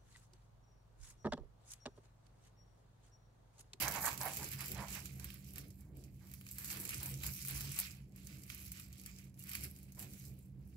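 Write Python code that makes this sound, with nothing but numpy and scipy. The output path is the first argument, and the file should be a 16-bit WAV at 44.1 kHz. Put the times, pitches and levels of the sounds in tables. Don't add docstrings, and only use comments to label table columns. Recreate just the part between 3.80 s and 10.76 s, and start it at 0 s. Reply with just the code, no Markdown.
import sys
import numpy as np
from scipy import signal
from scipy.fft import rfft, irfft, next_fast_len
from scipy.io import wavfile
from scipy.ndimage import uniform_filter1d, map_coordinates

SR = 44100
rng = np.random.default_rng(int(sys.argv[2]) if len(sys.argv) > 2 else 0)


def log_audio(samples):
    frames = np.atleast_2d(samples).T
    limited = np.clip(frames, -1, 1)
    pcm = np.round(limited * 32767).astype(np.int16)
    wavfile.write(sys.argv[1], SR, pcm)


def undo_db(level):
    steps = np.asarray(level, float) / 20
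    return 10 ** steps


N = 306936

# [t/s, hold/s, foil level/dB, drag level/dB]
TUGS = [(0.023, 0.023, -35, -44.5), (0.078, 0.0069, -45, -61), (0.156, .01, -62, -48),
        (0.227, 0.028, -38, -67), (0.267, 0.0058, -54, -45.5), (0.416, 0.046, -41.5, -54.5),
        (0.733, 0.011, -48.5, -57.5), (0.804, .01, -47.5, -52.5), (1.106, 0.08, -49, -55),
        (1.147, 0.015, -66, -51.5), (1.252, 0.011, -54, -60), (1.425, 0.13, -70, -61.5),
        (1.774, 0.034, -60, -62.5), (2.172, 0.1, -69, -74.5), (2.533, 0.0074, -63, -87),
        (2.717, 0.13, -57.5, -75), (2.915, 0.013, -49, -51), (3.095, 0.014, -61, -52.5),
        (3.264, 0.017, -51, -59), (3.444, 0.017, -45, -53.5), (3.69, 0.03, -44, -53),
        (3.76, 0.079, -45, -52.5), (3.89, 0.013, -57.5, -59.5), (3.92, 0.0098, -51, -53.5),
        (3.968, .01, -58, -77), (.12, .02, -58, -65), (5.965, .03, -60.5, -73), (6.03, 0.0091, -65, -74),
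        (3.995, 0.016, -41, -48.5), (4.708, 0.037, -57, -58), (4.382, 0.12, -66, -69),
        (5.275, 0.024, -60.5, -63.5), (5.604, 0.039, -57, -69), (5.685, 0.022, -50, -62),
        (5.74, 0.029, -50.5, -53.5), (5.845, 0.0042, -48, -58.5), (6.206, 0.036, -54, -63.5)]
# [t/s, hold/s, foil level/dB, drag level/dB]
PULLS = [(.01, 0.31, -47.5, -56), (0.494, 0.19, -49, -56), (0.853, 0.057, -52, -57),
         (1.026, 0.0074, -55.5, -55), (1.5, 0.29, -63, -71.5), (1.335, 0.094, -61.5, -71),
         (1.86, 0.045, -70, -77), (2.0, 0.054, -75, -83), (2.48, 0.087, -65.5, -72.5),
         (2.68, .05, -67.5, -74), (2.85, 0.15, -51, -59), (3.1, 0.21, -51.5, -59),
         (3.44, .05, -56.5, -58.5), (3.54, 0.09, -50, -61.5), (3.81, 0.025, -62, -58),
         (4.04, 0.017, -55.5, -57), (4.526, 0.014, -63, -65), (4.78, 0.094, -57.5, -64.5),
         (4.983, 0.011, -58, -62), (5.17, 0.087, -66, -70), (5.37, 0.044, -66.5, -69.5),
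         (5.906, 0.069, -79, -79), (6.09, .01, -98, -77), (6.283, 0.19, -60.5, -70.5),
         (6.567, 0.092, -73.5, -82.5), (6.9, 0.068, -74, -81.5)]
# [f/Hz, level/dB]
FOIL = [(1500, -120), (3000, -22.5), (4500, -9.5), (6000, -4), (9000, -3), (12000, 3.5), (14000, 1.5),
        (16000, -1)]
# [f/Hz, level/dB]
DRAG = [(500, -120), (1100, -8), (1700, -6.5), (2400, -3), (3200, -4.5), (5000, -7), (9000, -67)]
# [t/s, peak level/dB, body re peak/dB, broad fold re peak/dB]
SNAPS = [(0.0804, -25.5, -23, -9), (.1113, -33, -21, -9), (0.139, -29, -20, -11.5),
         (0.207, -33, -27, -21.5), (.2254, -31.5, -32, -9), (.3765, -31.5, -9, -12),
         (.5345, -29.5, -11, -13), (.716, -28, -33, -21), (.8582, -31, -18, -17), (.9172, -26, -12.5, -22),
         (1.151, -30.5, -22, -28), (2.0075, -47, -22, -21), (2.5376, -34, -11.5, -26),
         (2.688, -42, -12, -8), (2.7122, -28.5, -20, -29), (2.845, -29, -11, -17), (2.971, -29.5, -15, -23),
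         (3, -27, -28, -23), (3.052, -26.5, -16, -16), (3.2305, -23, -13, -38), (3.259, -24, -26.5, -24),
         (3.4648, -20, -22, -22), (3.65, -27.5, -13, -21), (3.6835, -20.5, -20, -42),
         (4.4703, -39, -30, -12), (4.7465, -33, -26, -31), (4.918, -29, -19, -21), (5.837, -31, -30, -19),
         (6.121, -43.5, -30, -13), (6.193, -31, -16, -19)]
# [t/s, peak level/dB, body re peak/dB, broad fold re peak/dB]
CLAWS = [(0.413, -31.5, -20, -3.5), (0.6427, -37.5, -2, -3), (0.8062, -32.5, -2, -12),
         (1.256, -34, -7.5, -10), (1.3971, -37, -6, -12), (1.4435, -26, -11.5, -29),
         (1.5027, -38.5, -3, -30), (1.758, -39, -6, -12), (1.7817, -30, -7, -35), (2.5148, -38, -16, -20),
         (2.611, -40.5, -4, -23), (2.666, -40.5, -5, -14), (2.7837, -25, -17, -25), (2.9019, -31.5, -1, -3),
         (3.0915, -23, -15, -13.5), (3.4346, -30, -1, -20), (3.808, -27.5, -7, -14), (3.918, -29, -14, -26),
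         (3.9884, -14, -13.5, -34), (4.361, -43, -27, -20), (4.7002, -38.5, 6, -5.5),
         (4.997, -36.5, -5, -17), (5.128, -43, -14, -8), (5.261, -33, -12, -13.5), (5.3626, -53, -21, 0),
         (5.5924, -38.5, -22, -28), (5.693, -30, -14, -25), (5.7146, -33, -4, -31),
         (5.7514, -26.5, -3.5, -16), (6.2254, -33.5, -8, -17)]
# [t/s, peak level/dB]
TICKS = [(0.1206, -35), (0.63, -31), (0.687, -40), (0.947, -33), (1.0829, -33), (1.3668, -54),
         (1.6447, -45), (1.9041, -46), (2.2388, -45.5), (2.3431, -57), (2.4508, -56), (2.4703, -51.5),
         (3.1435, -30), (3.34, -34), (3.6154, -33.5), (3.9647, -34), (4.115, -40), (4.3215, -56.5),
         (4.6202, -46), (4.6349, -41), (5.1813, -46), (5.197, -38), (5.236, -42), (5.3858, -40.5),
         (5.5418, -53), (5.9626, -44), (6.0891, -69), (6.1484, -45), (6.335, -41), (6.4513, -43)]
# [t/s, peak level/dB, centre f/Hz]
FLICKS = [(0.1214, -25.5, 14500), (0.1494, -27, 14500), (0.1604, -29, 6720), (0.2551, -25, 7280),
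          (0.2907, -33, 12100), (0.341, -33, 14400), (0.4033, -40, 12800), (0.433, -31, 12800),
          (0.4543, -27, 12800), (0.481, -33, 12300), (0.5744, -32, 12300), (0.7905, -37, 7370),
          (0.9767, -42, 9720), (1.128, -34, 7780), (1.205, -45, 10800), (1.2241, -45, 11800),
          (1.5419, -38, 14300), (1.6771, -50, 12300), (1.707, -47, 7680), (1.736, -38, 12300),
          (1.883, -49, 12200), (2.1695, -47.5, 12700), (2.878, -42, 12900), (3.0126, -34, 10100),
          (3.1074, -31, 12100), (3.1806, -34.5, 10600), (3.3897, -52, 6290), (3.4024, -53, 7850),
          (3.4225, -39, 10200), (3.4326, -37, 13400), (3.6593, -34, 13000), (3.673, -32, 13200),
          (3.7094, -28, 12300), (3.8926, -38, 7450), (4, -23, 10500), (4.0104, -27, 12100),
          (4.1087, -40, 5100), (4.151, -49.5, 7560), (4.449, -48, 10700), (4.5416, -55, 7430),
          (4.5945, -53, 7190), (4.6643, -43, 12200), (4.879, -40.5, 12400), (4.9721, -41, 7180),
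          (5.012, -46, 7760), (5.0848, -53, 12600), (5.2145, -41, 10600), (5.314, -50, 6260),
          (5.4964, -57, 8650), (5.6381, -37, 11700), (5.671, -40, 12100), (5.8514, -39, 12000),
          (5.9115, -41, 11900), (5.9874, -48, 11300), (6.03, -46, 12200), (6.199, -35, 12300),
          (6.2931, -54, 11700), (6.5899, -48, 12800), (6.6598, -57, 12900), (6.8748, -54, 12300)]
# [t/s, left re right level/dB]
SIDEWAYS = [(0, -1.5), (.7, -1), (1.5, -2), (2.5, -1), (3.5, 1), (4.5, -1), (5.5, 0), (6.9, 0)]
# [t/s, hold/s, low scrape level/dB, upper scrape level/dB]
SWEEPS = [(.02, 0.031, -48, -48), (.064, 0.021, -42, -43.5), (.17, 0.0034, -38, -44.5),
          (.25, 0.031, -40.5, -42), (.46, 0.016, -40.5, -47.5), (.63, 0.0033, -58, -57),
          (.806, 0.027, -60.5, -54), (.995, 0.037, -45, -51), (1.16, 0.02, -59, -54.5),
          (1.41, 0.045, -74, -72), (2, 0.26, -81, -81.5), (2.79, 0.075, -77, -63.5),
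          (2.92, 0.25, -67, -62.5), (3.45, 0.039, -66.5, -63), (3.7, 0.2, -70, -63),
          (3.994, 0.012, -62, -80), (4.15, 0.082, -86, -86), (4.72, 0.44, -82, -95), (5.26, .1, -88, -102),
          (5.71, 0.065, -75, -66)]
# [t/s, hold/s, low scrape level/dB, upper scrape level/dB]
PAWS = [
    (.41, 0.0059, -46, -53),
    (.593, 0.0046, -52.5, -62),
    (1.76, 0.039, -93, -67),
    (2.41, 0.1, -77, -76),
    (3.205, 0.073, -61.5, -65),
    (6.175, 0.07, -67, -71.5),
]
# [t/s, share of the highest low mode/0-1]
TIP_PLACE = [(.06, 0.61), (.17, 0.85), (.26, 0.84), (.41, 0.8), (.47, 0.43), (.6, 0.8), (1.01, 0.68),
             (3.2, 0.7), (6.2, 0.57)]
# [f/Hz, width/Hz, level/dB]
LOW_BOARDS = [(552, 340, -4), (785, 324, -3.5), (950, 310, -3)]
# [f/Hz, width/Hz, level/dB]
UPPER_BOARDS = [(1142, 300, 2.5), (1703, 340, 9), (2270, 210, 6)]
# [f/Hz, T60/s]
WALL_T60 = [(300, 0.41), (2000, 0.33), (12000, 0.32)]
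# [f/Hz, level/dB]
VENT_TILT = [(300, 1), (700, -5.5), (1300, -8), (2500, -6.5), (4500, -5), (6300, -8), (7800, 1.5),
             (11000, 0), (16000, 0)]
# [f/Hz, width/Hz, level/dB]
DUCT = [(2370, 600, 2), (7500, 730, 1.5), (9940, 480, -5), (12460, 370, 1)]
# [t/s, hold/s, boom level/dB, swish level/dB]
SHIFTS = [(.01, 0.75, -54.5, -56.5), (.6, 0.072, -65, -56), (.75, 0.022, -54, -86),
          (.94, 0.089, -52.5, -58), (1.1, 0.47, -56.5, -65), (1.44, 0.0044, -48, -64.5),
          (1.78, 0.089, -63, -62), (2.15, 0.1, -61.5, -63), (2.95, 0.15, -69, -60),
          (3.16, 0.039, -53.5, -65), (3.33, 0.031, -52, -62.5), (3.45, 0.06, -52, -63),
          (3.74, 0.18, -51, -63.5), (4.55, .05, -64, -66.5), (5.82, 0.043, -54.5, -64),
          (6.22, 0.12, -58, -65.5), (6.5, 0.014, -55, -67.5), (.92, 0.025, -70, -58.5),
          (3.22, 0.035, -70, -61.5), (6.8, .04, -57, -78.5)]
# [f/Hz, width/Hz, level/dB]
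HUM_MODES = [(43, 5.4, -17.5), (57.3, 4.5, 0.5), (70.4, 7.4, 2.5), (99.7, 6, -2.5), (121.4, 12.4, -3.5),
             (136.8, 6.06, 5), (201.6, 14.3, -11)]
# [f/Hz, level/dB]
SWISH = [(120, -24), (200, -3.5), (221, -17), (292, -8), (387, -14.5), (800, -29.5), (1040, -135),
         (1760, -120)]
# [f/Hz, level/dB]
HISS = [(18, -40), (30, -57), (53, 23), (134, 15.5), (328, 6), (384, -59), (684, -33), (2290, -65.5),
        (6210, -76), (12600, -45), (16000, -32)]


def toy():
    tugs = curves(TUGS, rise_s=0.054, sag_db_per_s=31, fall_s=0.076)
    pulls = curves(PULLS, rise_s=0.21, sag_db_per_s=4.5, fall_s=0.14)
    crease_db, drag_db = together(tugs, pulls)
    fold_db = -4 + 0.56 * (drag_db - crease_db)
    creases = crackle(rate_hz=430, spread_db=6.0, clump_db=1.8, smooth_db=1, alike=0.15)
    flutter = crackle(rate_hz=350, spread_db=13.0, clump_db=2.5, smooth_db=6.5, alike=0.053)
    small = unit(filtered(creases, lambda hz: high(hz) * shape(FOIL)(hz)))
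    broad = unit(filtered(0.85 * creases + 0.87 * flutter, lambda hz: (1 - high(hz)) * shape(FOIL)(hz)))
    foil = undo_db(crease_db - 1.5) * patchy(small + undo_db(fold_db + 3) * broad, depth_db=2.2)
    slips = crackle(rate_hz=1800, spread_db=0.0, clump_db=2.0, smooth_db=-3.0, alike=0.5)
    rub = filtered(slips + 0.33 * flutter, shape(DRAG))
    return foil + undo_db(drag_db + 0.5) * unit(patchy(rub, depth_db=1.6))


def high(hz):
    return 1 / (1 + (6800 / (hz + 1)) ** 6)


def patchy(x, depth_db):
    z = signal.stft(x, nperseg=256)[2]
    field = rng.standard_normal(z.shape[1:])
    field = uniform_filter1d(field, size=9, axis=0)
    field = uniform_filter1d(field, size=24, axis=1)
    return signal.istft(z * undo_db(depth_db * unit(field)), nperseg=256)[1][:, :N]


def snaps():
    length = 2000
    snap_t60_s, crumple_t60_s, crumple_db = 0.0034, 0.069, -24.5
    knock_t60_s, knock_db = 0.021, -8.0
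    tick_db, tick_body_db, tick_fold_db = -3.5, -12, -8.5
    crease, fold, dull = np.zeros((3, 2, N + length))
    t = np.arange(length) / SR
    rise = 1 - np.exp(-(t / 0.0009) ** 2)
    fall = undo_db(-60 * t / snap_t60_s) + undo_db(crumple_db - 60 * t / crumple_t60_s)
    dull_fall = fall + undo_db(knock_db - 60 * t / knock_t60_s)
    ticks = [(s, db + tick_db, tick_body_db, tick_fold_db) for s, db in TICKS]
    rows = SNAPS + CLAWS + ticks
    chance = rng.standard_normal((len(rows), 3, length))
    for (s, db, body_db, fold_db), (common, own, knock) in zip(rows, chance):
        sides = undo_db(np.array([[.7], [-.7]]) * knock[0])
        crack = (common + 0.96 * own * [[1], [-1]]) * rise * fall
        crack = undo_db(db + 0.5) * sides * crack / np.abs(crack).max()
        at = round(s * SR)
        crease[:, at:at + length] += crack
        fold[:, at:at + length] += undo_db(fold_db + 23.0) * crack
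        dull[:, at:at + length] += undo_db(db + body_db + 12.0) * sides * rise * knock * dull_fall
    foil = filtered(crease[:, :N], high) + filtered(fold[:, :N], lambda hz: 1 - high(hz))
    return filtered(foil, shape(FOIL)) + filtered(dull[:, :N], shape(DRAG))


def flicks():
    length, width_octaves = 2000, 0.32
    flick_t60_s, settle_t60_s, settle_db = 0.0035, 0.034, -23
    out = np.zeros((2, N + length))
    t = np.arange(length) / SR
    hz = np.fft.rfftfreq(length, 1 / SR) + 1
    rise = 1 - np.exp(-(t / .0008) ** 2)
    swell = rise * (undo_db(-60 * t / flick_t60_s) + undo_db(settle_db - 60 * t / settle_t60_s))
    chance = rng.standard_normal((len(FLICKS), 2, length))
    for (s, db, centre_hz), (common, own) in zip(FLICKS, chance):
        band = 0.35 + np.exp(-.5 * (np.log2(hz / centre_hz) / width_octaves) ** 2)
        noise = common + 1.7 * own * [[1], [-1]]
        burst = swell * irfft(rfft(noise) * band * hz / (hz + 4000))
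        at = round(s * SR)
        out[:, at:at + length] += undo_db(db + 1) * burst / np.abs(burst).max()
    return out[:, :N]


def squeak():
    start_s, length_s, hz, level_db = 5.598, .028, 2830, -63
    t = np.arange(N) / SR - start_s
    swell = np.sin(np.pi * np.clip(t / length_s, 0, 1))
    return undo_db(level_db + 3 * wobble(300)) * swell * np.sin(2 * np.pi * hz * t)


def scrape():
    sweeps = curves(SWEEPS, rise_s=0.048, sag_db_per_s=43, fall_s=0.048, rest_db=(-90, -97))
    paws = curves(PAWS, rise_s=0.0092, sag_db_per_s=36, fall_s=0.044)
    low_db, upper_db = together(sweeps, paws)
    grit = crackle(rate_hz=1100, spread_db=3, clump_db=1.2, smooth_db=1.5, alike=0.86)

    def soft(hz):
        return 1 / (1 + 1j * hz / 1500) ** 2 * hz / (hz + 400)

    near = unit(filtered(grit, lambda hz: soft(hz) * modes(LOW_BOARDS[:2])(hz) ** 2))
    far = unit(filtered(grit, lambda hz: soft(hz) * modes(LOW_BOARDS[2:])(hz) ** 2))
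    share = np.clip(np.interp(np.arange(N) / SR, *np.transpose(TIP_PLACE)), 0, 1)
    low = np.sqrt(1 - share) * near + np.sqrt(share) * far
    upper = unit(filtered(grit, lambda hz: soft(hz) * modes(UPPER_BOARDS)(hz)))
    return undo_db(low_db) * low + undo_db(upper_db) * upper


def walls(x):
    hz, t, z = signal.stft(rng.standard_normal((2, SR // 2)), SR, nperseg=256)
    shared = 1 / (1 + (hz[:, None] / 800) ** 4)
    z = np.array([z[0], shared * z[0] + np.sqrt(1 - shared ** 2) * z[1]])
    decay = undo_db(-60 * t / along(WALL_T60, hz)[:, None])
    tail = signal.istft(z * decay, SR, nperseg=256)[1]
    tail = tail / np.linalg.norm(tail[0])
    late = np.pad(x, (150, 0))[None]
    return signal.fftconvolve(late, tail, axes=1)[:, :N]


def ports(x, lead_samples):
    def dip(hz):
        return 1 - 0.36 * modes([(3500, 450, 0)])(hz)

    def vent(hz):
        return dip(hz) * undo_db(along(VENT_TILT, hz)) * np.exp(2j * np.pi * hz * lead_samples / SR)

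    def duct(hz):
        return dip(hz) * (1 + sum(modes([row])(hz) for row in DUCT))

    return filtered(x, lambda hz: np.array([vent(hz), duct(hz)]))


def room_tone():
    hum_db, swish_db = curves(SHIFTS, rise_s=0.15, sag_db_per_s=18.7, fall_s=0.082, rest_db=(-60.5, -73))
    rumble = pair(alike=.96, response=lambda hz: modes(HUM_MODES)(hz) * hz ** 2 / (hz ** 2 + 32 ** 2))
    swell = np.abs(uniform_filter1d(rumble[1] ** 2, size=5000))
    hum = undo_db(hum_db + 4.0) * unit(rumble / np.sqrt(4.0 + swell))
    motor_hz, motor_width_hz, motor_db = 190, 2.52, -63
    phase = 2 * np.pi * np.cumsum(motor_hz + motor_width_hz * 0.312 * wobble(3.05)) / SR
    motor = undo_db(motor_db + 3 + 0.3 * wobble(5.1)) * np.sin(phase)
    swish = undo_db(swish_db + 2.0 + 1.7 * wobble(25)) * pair(alike=.76, response=shape(SWISH))
    hiss = undo_db(-62.5) * pair(alike=0.96, response=shape(HISS))
    return (hum + motor + swish + hiss) * undo_db([[-1.2], [1.2]])


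def crackle(rate_hz, spread_db, clump_db, smooth_db, alike):
    size_db = np.minimum(spread_db * rng.exponential(size=N), 9)
    slips = (rng.random(N) < rate_hz / SR) * undo_db(size_db)
    t = np.arange(200) / SR
    puffs = np.convolve(slips, t * np.exp(-t / 0.0004))[:N]
    bed = unit(puffs) + undo_db(smooth_db)
    return unit(bed * undo_db(clump_db * wobble(30)) * pair(alike))


def pair(alike, response=None):
    noise = rng.standard_normal((2, N))
    a, b = filtered(noise, response) if response else noise
    turn = np.arccos(np.clip(alike, -1, 1)) / 2
    mid, side = np.cos(turn) * a, np.sin(turn) * b
    return unit(np.array([mid + side, mid - side]))


def curves(rows, rise_s, sag_db_per_s, fall_s, rest_db=(-100, -100)):
    t = np.arange(0, N + 64, 64) / SR
    s, hold, *levels = np.transpose(rows)[:, :, None]
    held = np.clip(t - s, 0, np.abs(hold))
    before, after = np.maximum(s - t, 0), np.maximum(t - s - held, 0)
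    loss_db = 20 * before / rise_s + sag_db_per_s * held + 20 * after / fall_s
    out = []
    for db, rest in zip(levels, rest_db):
        power = np.sum(undo_db(db - loss_db) ** 2, axis=0) + undo_db(rest) ** 2
        out.append(np.interp(np.arange(N) / SR, t, 10 * np.log10(power)))
    return out


def together(*layers):
    return [10 * np.log10(sum(undo_db(db) ** 2 for db in column)) for column in zip(*layers)]


def wobble(rate_hz):
    knots = rng.standard_normal(int(N * rate_hz / SR) + 4)
    return map_coordinates(knots, [np.arange(N) * rate_hz / SR])


def filtered(x, response):
    m = next_fast_len(N + SR // 2)
    return irfft(rfft(x, m) * response(np.fft.rfftfreq(m, 1 / SR)), m)[..., :N]


def modes(table):
    def response(f):
        total = 0
        for k, (centre, width, db) in enumerate(table):
            peak = 1j * f * width / (centre * centre - f * f + 1j * f * width)
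            total = total + (-1) ** k * undo_db(db) * peak
        return total
    return response


def shape(points):
    return lambda hz: undo_db(along(points, hz))


def along(points, hz):
    f, v = np.transpose(points)
    return np.interp(np.log(hz + 1), np.log(f + 1), v)


def unit(x):
    return x / np.sqrt(np.mean(x ** 2) + 1e-20)


def scene():
    rustle = toy()
    ticks = snaps() + flicks() + squeak()
    boards = scrape()
    wet = undo_db(-10.5) * walls((rustle + 0.14 * ticks + 1.32 * boards).mean(axis=0))
    side_db = np.interp(np.arange(N) / SR, *np.transpose(SIDEWAYS)) * [[.5], [-.5]]
    toy_sound = undo_db(side_db) * (rustle + ticks) + wet
    return ports(toy_sound, lead_samples=9.43) + ports(boards, lead_samples=0.64) + room_tone()


def top_cut(x):
    return signal.sosfilt(signal.butter(12, 17010, fs=SR, output="sos"), x)


def record(dry):
    top_hz, top_width_hz, top_db = 15750, 950, -9.0
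    top = filtered(dry, lambda hz: (hz >= top_hz) & (hz < top_hz + top_width_hz))
    power = np.mean(top ** 2, axis=0)
    sharp = uniform_filter1d(power, 64) > 11 * np.abs(uniform_filter1d(power, 2000))
    gate = uniform_filter1d(uniform_filter1d(sharp * 1., 200), 200) * 3
    mix = filtered(dry, lambda hz: hz < top_hz) + undo_db(top_db) * np.clip(gate, 0, 1) * top
    return top_cut(mix)


dry = scene()
out = record(dry)
log_audio(out)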